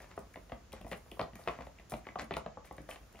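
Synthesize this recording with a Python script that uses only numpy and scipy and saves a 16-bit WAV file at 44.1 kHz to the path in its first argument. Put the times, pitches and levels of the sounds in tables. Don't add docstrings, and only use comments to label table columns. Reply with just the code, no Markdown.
import sys
import numpy as np
from scipy import signal
from scipy.fft import rfft, irfft, next_fast_len
from scipy.io import wavfile
from scipy.ndimage import map_coordinates

SR = 44100
rng = np.random.default_rng(int(sys.argv[2]) if len(sys.argv) > 2 else 0)


def how_loud(loudness_db):
    steps = np.asarray(loudness_db, float) / 20
    return 10 ** steps


def unload_audio(sound):
    columns = np.transpose(np.atleast_2d(sound))
    steps = np.round(np.clip(columns, -1, 1) * 32767)
    wavfile.write(sys.argv[1], SR, steps.astype(np.int16))


N = 141120


def unit(x):
    return x / np.sqrt(np.mean(x ** 2) + 1e-20)


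def along(points, hz):
    f, value = np.transpose(points)
    return np.interp(np.log(hz + 1), np.log(f + 1), value)


def shut(points):
    return lambda hz: how_loud(along(points, hz)) * (hz > points[0][0]) * (hz < points[-1][0])


def wobble(rate):
    knots = rng.standard_normal(int(N * rate / SR) + 4)
    return map_coordinates(knots, [np.arange(N) * rate / SR])


def filtered(x, response):
    m = next_fast_len(N + SR // 2)
    return irfft(rfft(x, m) * response(np.fft.rfftfreq(m, 1 / SR)), m)[..., :N]


def place(track, time_s, sound):
    track[..., round(time_s * SR):][..., :sound.shape[-1]] += sound


def ring(modes, count, lift_db=0, slow=1):
    hz, db, t60 = np.transpose(modes)[:, :, None]
    t = np.arange(SR // 12) / SR
    luck = rng.standard_normal((count, 3, len(modes), 1))
    level = how_loud(2.5 * luck[:, 0] + lift_db) * how_loud(db - 60 * t / t60)
    pitch = hz * (1 + 0.0086 * luck[:, 1])
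    waves = level * np.sin(2 * np.pi * (pitch * t + 0.12 * luck[:, 2]))
    swell = (1 - np.exp(-t * hz / (slow * 0.41))) ** 2
    return (waves * swell).sum(1)


# (time [s], level [dB], brightness [dB], table thud [dB], strongest wall pitch [octaves over
# FOCUS_HZ])
BLOWS = [(0.177, -28, -24, -18, -0.2), (0.358, -37, -11, -21, 0.08), (0.371, -41, -32, -9.5, -0.68),
         (0.4957, -45, -8, -30, -0.042), (0.5196, -31, -15, -10.5, 0.0074),
         (0.734, -36.5, -17.5, -16.5, -0.25), (0.811, -44, -12, -7, -0.11),
         (0.846, -39.5, -21, -6.5, -0.27), (0.866, -41.5, -19, -21, .05),
         (0.922, -33, -10, -20, -0.06), (0.915, -32, -6, -16, 0.18), (0.93, -32.5, -7, -20.5, 0.73),
         (1.062, -49, -25, -28, 0.2), (1.117, -40.5, -15.5, -11, -0.51),
         (1.17, -42.5, -29, -26, 0.21), (1.194, -23.5, -10.5, -20, 0.34),
         (1.2035, -31, -16, -19.5, 0.27), (1.2135, -28, -17, -15, 0.76),
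         (1.2195, -29.5, -35, -16.5, -.5), (1.333, -56.5, -0.5, 9.5, .05),
         (1.355, -42.5, -9, -12, 0.43), (1.39, -42.5, -40, -30, 0.16), (1.396, -47, -32, -20, .05),
         (1.475, -22, -11, -25.5, 0.38), (1.4838, -27.5, -8, -18, 0.28),
         (1.4946, -30.5, -24, -21, 0.22), (1.588, -35, -21, -13.5, 0.24),
         (1.607, -32.5, -15, -20, 0.093),
         (1.668, -41.5, -13, -12, -0.1), (1.797, -48, -3.5, -47, -0.1), (1.92, -30, -15, -15.5, 0.26),
               (1.9257, -34.5, -24, -12, 0.3), (1.9382, -29, -11, -13.5, -.05),
               (2.0677, -34, -11, -18, 0.1), (2.088, -40, -11, -11, 0.3), (2.12, -44, -26, -19, 0.6),
               (2.1566, -28.5, -23, -23, 0.18), (2.1885, -33, -14, -28, -0.7),
               (2.219, -37.5, -11, -5.5, -0.1), (2.229, -40, -20, -9, -0.3), (2.309, -25, -16, -19, -0.02),
               (2.319, -34.5, -11, -10, -0.4), (2.339, -37.5, -1, -19, -0.5),
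               (2.3677, -25.5, -14, -22, 0.33), (2.38, -51, -15, -3, 0.5), (2.462, -31.5, -14, -18, 0.1),
               (2.572, -34.5, -28, -17, 0.13), (2.7104, -35.5, -19.5, -19, -0.12),
               (2.781, -38.5, -15, -12.5, -0.1), (2.804, -54, -7, 3, -.3), (2.8896, -37, -8.5, -24, 0.24),
               (2.959, -42.5, -8, -33, 0.24), (3.03, -54, -13, -29, -0.3), (3.1225, -58.5, -12, -23, -0.2),
               (3.147, -43.5, -21, -17.5, -0.15)]
# (frequency [Hz], level [dB], time to fade by 60 dB [s])
WALL_MODES = [(447, 7, 0.022), (529.7, 1.5, 0.043), (621, 3, 0.024), (680, 3, 0.037), (742.5, -0.5, 0.029),
              (849, 0.5, 0.023), (1002, -0.5, 0.024), (1144, -0.5, 0.03), (1245, -3.5, 0.023)]
RIM_MODES = [(1627, -4.5, 0.0077), (1960, 0, 0.02), (2437, -4, 0.018), (2980, -2.5, 0.0068),
             (3506, 3, 0.0029)]
TABLE_MODES = [(59.3, -8.5, 0.31), (138.3, -15.5, 0.11), (174.6, 1, 0.048), (220.7, -2, 0.061),
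               (288.2, -2.5, 0.049)]
FOCUS_HZ, FOCUS_DB = 700, 7
SOFTEN, HARD_DB = 0.34, -24.5
CRACK_HZ, CRACK_WIDTH_HZ, CRACK_T60_S = 2070, 1520, 0.014
CHATTER_S, CHATTER_LOSS_DB = 0.0075, 12


def crack_colour(hz):
    band = 1j * hz * CRACK_WIDTH_HZ
    return (band / (CRACK_HZ ** 2 - hz * hz + band)) ** 2


def knocks():
    time_s, db, bright_db, thud_db, focus = np.transpose(BLOWS)[:, :, None]
    count, t = len(time_s), np.arange(SR // 12) / SR
    octaves = np.log2(np.transpose(WALL_MODES)[0] / FOCUS_HZ)
    lift_db = -FOCUS_DB * (octaves - focus)[..., None] ** 2
    slow = how_loud(SOFTEN * np.clip(HARD_DB - db, 0, 14))[..., None]
    wall = ring(WALL_MODES, count, lift_db, slow)
    rim = how_loud(bright_db + 6.5) * ring(RIM_MODES, count)
    table = how_loud(thud_db + 13.5) * ring(TABLE_MODES, count)
    blows = wall + rim + table
    crack_level = how_loud(bright_db + 26 - 60 * t / CRACK_T60_S) * (1 - np.exp(-t / 0.0021))
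    cracks = crack_level * rng.standard_normal(blows.shape)
    flights = np.cumsum(CHATTER_S * rng.uniform(.6, 1.4, (count, 3)), axis=1)
    out = np.zeros((2, N + SR))
    for i in range(count):
        for bounce, late in enumerate(flights[i] - flights[i, 0]):
            level = how_loud(db[i] - 5.5 - CHATTER_LOSS_DB * bounce)
            place(out, time_s[i, 0] + late, level * np.array([blows[i], cracks[i]]))
    return out[0, :N] + filtered(out[1, :N], crack_colour)


# (time [s], level [dB], pitch [Hz])
TIP_TAPS = [(.003, -41.5, 1920), (.004, -45, 643), (1.588, -47, 2030), (2.362, -44, 1960),
            (0.3409, -38.5, 1960), (0.7208, -42.5, 2842), (0.7295, -39, 3820), (0.8144, -46, 3100),
            (1.1156, -35.5, 2910), (1.2139, -32, 4190), (1.438, -45.5, 4360), (1.7868, -44.5, 2390),
            (1.9052, -48, 3870), (2.0437, -52, 2100), (2.053, -44, 1950), (2.088, -36.5, 1980),
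            (2.1884, -38.5, 3940), (2.3391, -31, 3570), (2.367, -33, 4330), (2.673, -46.5, 2000),
            (2.911, -31, 2650), (3.156, -47.5, 2470), (3.169, -51, 2880), (2.782, -41, 1940),
            (2.325, -36.5, 2580)]
TAP_CYCLES = 41.6


def taps():
    out, t = np.zeros(N + SR), np.arange(SR // 20) / SR
    for time_s, db, hz in TIP_TAPS:
        rough = sum(np.sin(2 * np.pi * (hz * r * t + rng.random())) for r in (.86, 1, 1.15)) / 2
        level = how_loud(db - 2 - 60 * t * hz / TAP_CYCLES) * (1 - np.exp(-t / 0.00016))
        place(out, time_s, level * rough)
    return out[:N]


# (time [s], level [dB])
PAINT_SNAPS = [(0.0194, -49), (0.09, -57), (0.166, -49), (0.1913, -44), (0.3376, -47.5), (0.7206, -47.5),
               (0.7286, -38.5), (0.8126, -48.5), (0.8652, -50), (1.1144, -44.5), (1.355, -42),
               (1.6511, -54), (1.8973, -39), (1.907, -39), (2.1924, -49), (2.217, -42), (2.2434, -47),
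               (2.3363, -49), (2.367, -36), (2.381, -47), (2.7263, -49), (2.7665, -51), (2.817, -52),
               (2.9035, -49), (2.9334, -44.5), (3.1267, -49)]
# (frequency [Hz], level [dB])
WET_COLOUR = [(2500, -10.5), (6000, -3), (8200, -2), (10000, 3), (12000, -10.5), (13800, -2.5),
              (15500, -12)]
SNAP_T60_S = 0.019


def smacks():
    out, t = np.zeros(N + SR), np.arange(SR // 20) / SR
    for time_s, db in PAINT_SNAPS:
        place(out, time_s, how_loud(db - 9.5 - 60 * t / SNAP_T60_S) * rng.standard_normal(len(t)))
    return filtered(out[:N], lambda hz: 2 * how_loud(along(WET_COLOUR, hz)))


def grains(colour, flutter_db):
    slips = np.zeros(N)
    when, way, size = rng.random((1200 * N // SR, 3)).T
    slips[(when * N).astype(int)] = np.sign(way - .5) * how_loud(-6.5 * np.log(size + 0.013))
    mix = unit(slips) + rng.standard_normal(N)
    return unit(filtered(mix * how_loud(flutter_db * wobble(40.09)), colour))


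STROKE_STARTS = [-.04, .72, .86, 1.19, 1.34, 1.47, 1.65, 1.77, 1.89, 2.18, 2.32, 2.64, 2.88, 3.115]
# (length [s], scrape level [dB], wet fizz level [dB])
STROKES = [(0.28, -61.5, -71.5), (0.09, -53, -94), (0.15, -63.5, -60.5), (0.068, -55, -59),
           (0.37, -59.5, -69), (0.041, -51.5, -80), (0.051, -61, -93), (0.066, -63.5, -79),
           (0.11, -62.5, -67), (0.062, -47.5, -69.5), (0.1, -49.5, -77), (0.055, -58.5, -63.5),
           (0.11, -53, -60.5), (0.34, -60.5, -76)]
STROKE_SHAPE = np.array([[0, .2, .6, 1], [0, 1, .7, 0]])
# (frequency [Hz], level [dB per Hz])
SCRAPE_COLOUR = [(150, -6), (450, -3.5), (720, 0.5), (1100, -3.5), (1550, -6.5), (2050, -5), (3200, -15),
                 (8000, -21)]


def drag():
    t, press = np.arange(N) / SR, np.zeros((2, N))
    shape_time, shape_press = np.array(STROKE_SHAPE)
    for start, (length, scrape_db, fizz_db) in zip(STROKE_STARTS, STROKES):
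        stroke = np.interp(t, start + length * shape_time, shape_press)
        press += how_loud([[scrape_db], [fizz_db]]) * stroke
    scrape = grains(shut(SCRAPE_COLOUR), flutter_db=4.5)
    fizz = grains(lambda hz: how_loud(along(WET_COLOUR, hz)), flutter_db=6.5)
    return press[0] * scrape + press[1] * fizz


# (time [s], level [dB])
SWISH_LEVEL = [(0.0, -76), (0.19, -82), (0.3, -80), (0.54, -79.5), (0.76, -87), (0.93, -77), (1.06, -78),
               (1.18, -74.5), (1.31, -83.5), (1.43, -78), (1.6, -82), (1.97, -83.5), (2.29, -83),
               (2.43, -90), (2.67, -86), (2.87, -78), (3.2, -78)]
# (frequency [Hz], level [dB])
SWISH_COLOUR = [(8200, -4.5), (9800, 3), (11800, -4), (14000, 0), (15700, -3)]


def swish():
    noise = rng.standard_normal((2, N)) + 0.97 * rng.standard_normal(N)
    level_db = np.interp(np.arange(N) / SR, *np.transpose(SWISH_LEVEL)) + 2 * wobble(7.6)
    return how_loud(level_db + 2.0) * unit(filtered(noise, shut(SWISH_COLOUR)))


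# (frequency [Hz], likeness [0 to 1])
ALIKE = [(50, 0.952), (300, 0.84), (700, 0.021), (1500, 0.54), (4000, 0.18), (10000, 0.23)]


def spread(hz):
    return np.arccos(np.clip(along(ALIKE, hz), -1, 1)) / 2


# (frequency [Hz], time to fade by 60 dB [s])
ROOM_FADE = [(100, 0.24), (1000, 0.26), (10000, 0.15)]
ROOM_GAP_S = .008
SHIFT_S, SHIFT_RATE = .0003, 30


def room(x):
    out, step = np.zeros((2, N + SR)), SR // 5
    for a in range(0, N, step):
        hz, t, z = signal.stft(rng.standard_normal((2, SR // 3)), SR, nperseg=256)
        turn = spread(hz)[:, None]
        mid, side = np.cos(turn) * z[0], np.sin(turn) * z[1]
        fade = how_loud(-60 * t / along(ROOM_FADE, hz)[:, None])
        tail = signal.istft(np.array([mid + side, mid - side]) * fade, SR, nperseg=256)[1]
        wet = signal.fftconvolve(x[None, a:a + step], tail / np.linalg.norm(tail[0]), axes=1)
        out[:, a + round(ROOM_GAP_S * SR):][:, :wet.shape[1]] += wet
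    late = np.arange(N) + SHIFT_S * SR * wobble(SHIFT_RATE)
    return np.array([map_coordinates(channel, [late]) for channel in out])


def pair(spectrum):
    def colour(hz):
        return shut(spectrum)(hz) * np.array([np.cos(spread(hz)), np.sin(spread(hz))])
    mid, side = filtered(rng.standard_normal((2, N)), colour)
    return unit(np.array([mid + side, mid - side]))


# (frequency [Hz], level [dB per Hz])
TONE_COLOUR = [(90, 1), (500, -9), (1200, -12.5), (2500, -19), (4000, -22.5), (7200, -21.5), (8300, -40.5),
               (15800, -36.5)]


def room_tone():
    return filtered(how_loud(-62) * pair(TONE_COLOUR), lambda hz: 1.0 * (hz <= 8310))


# (frequency [Hz], level [dB per Hz])
RUMBLE_COLOUR = [(25, -45), (40, -6), (55, 0), (110, -16)]


def rumble():
    return how_loud(-61 - 3 * wobble(5.07)) * pair(RUMBLE_COLOUR)


# (frequency [Hz], phase [radians])
LEAD = [(300, 0.056), (720, 0.68), (1100, 0.64), (2000, 0.39), (3400, 1), (5000, 1.33), (8300, 2.3),
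        (13000, 0.28)]
# (frequency [Hz], level [dB])
TILT = [(700, 1.3), (4400, 4), (12000, 1)]


def ports(hz):
    half = how_loud(along(TILT, hz) / 2) * np.exp(.5j * along(LEAD, hz))
    return np.array([half, 1 / half])


def scene():
    tub = knocks() + taps() + smacks() + drag()
    return filtered(tub, ports) + how_loud(-6) * room(tub) + swish() + room_tone() + rumble()


def top_cut(x):
    return signal.sosfilt(signal.butter(12, 16440, fs=SR, output="sos"), x)


def record(dry):
    mix = filtered(dry, lambda hz: (hz < 15790) * hz ** 4 / (hz ** 4 + 28.3 ** 4))
    return top_cut(mix)


dry = scene()
out = record(dry)
unload_audio(out)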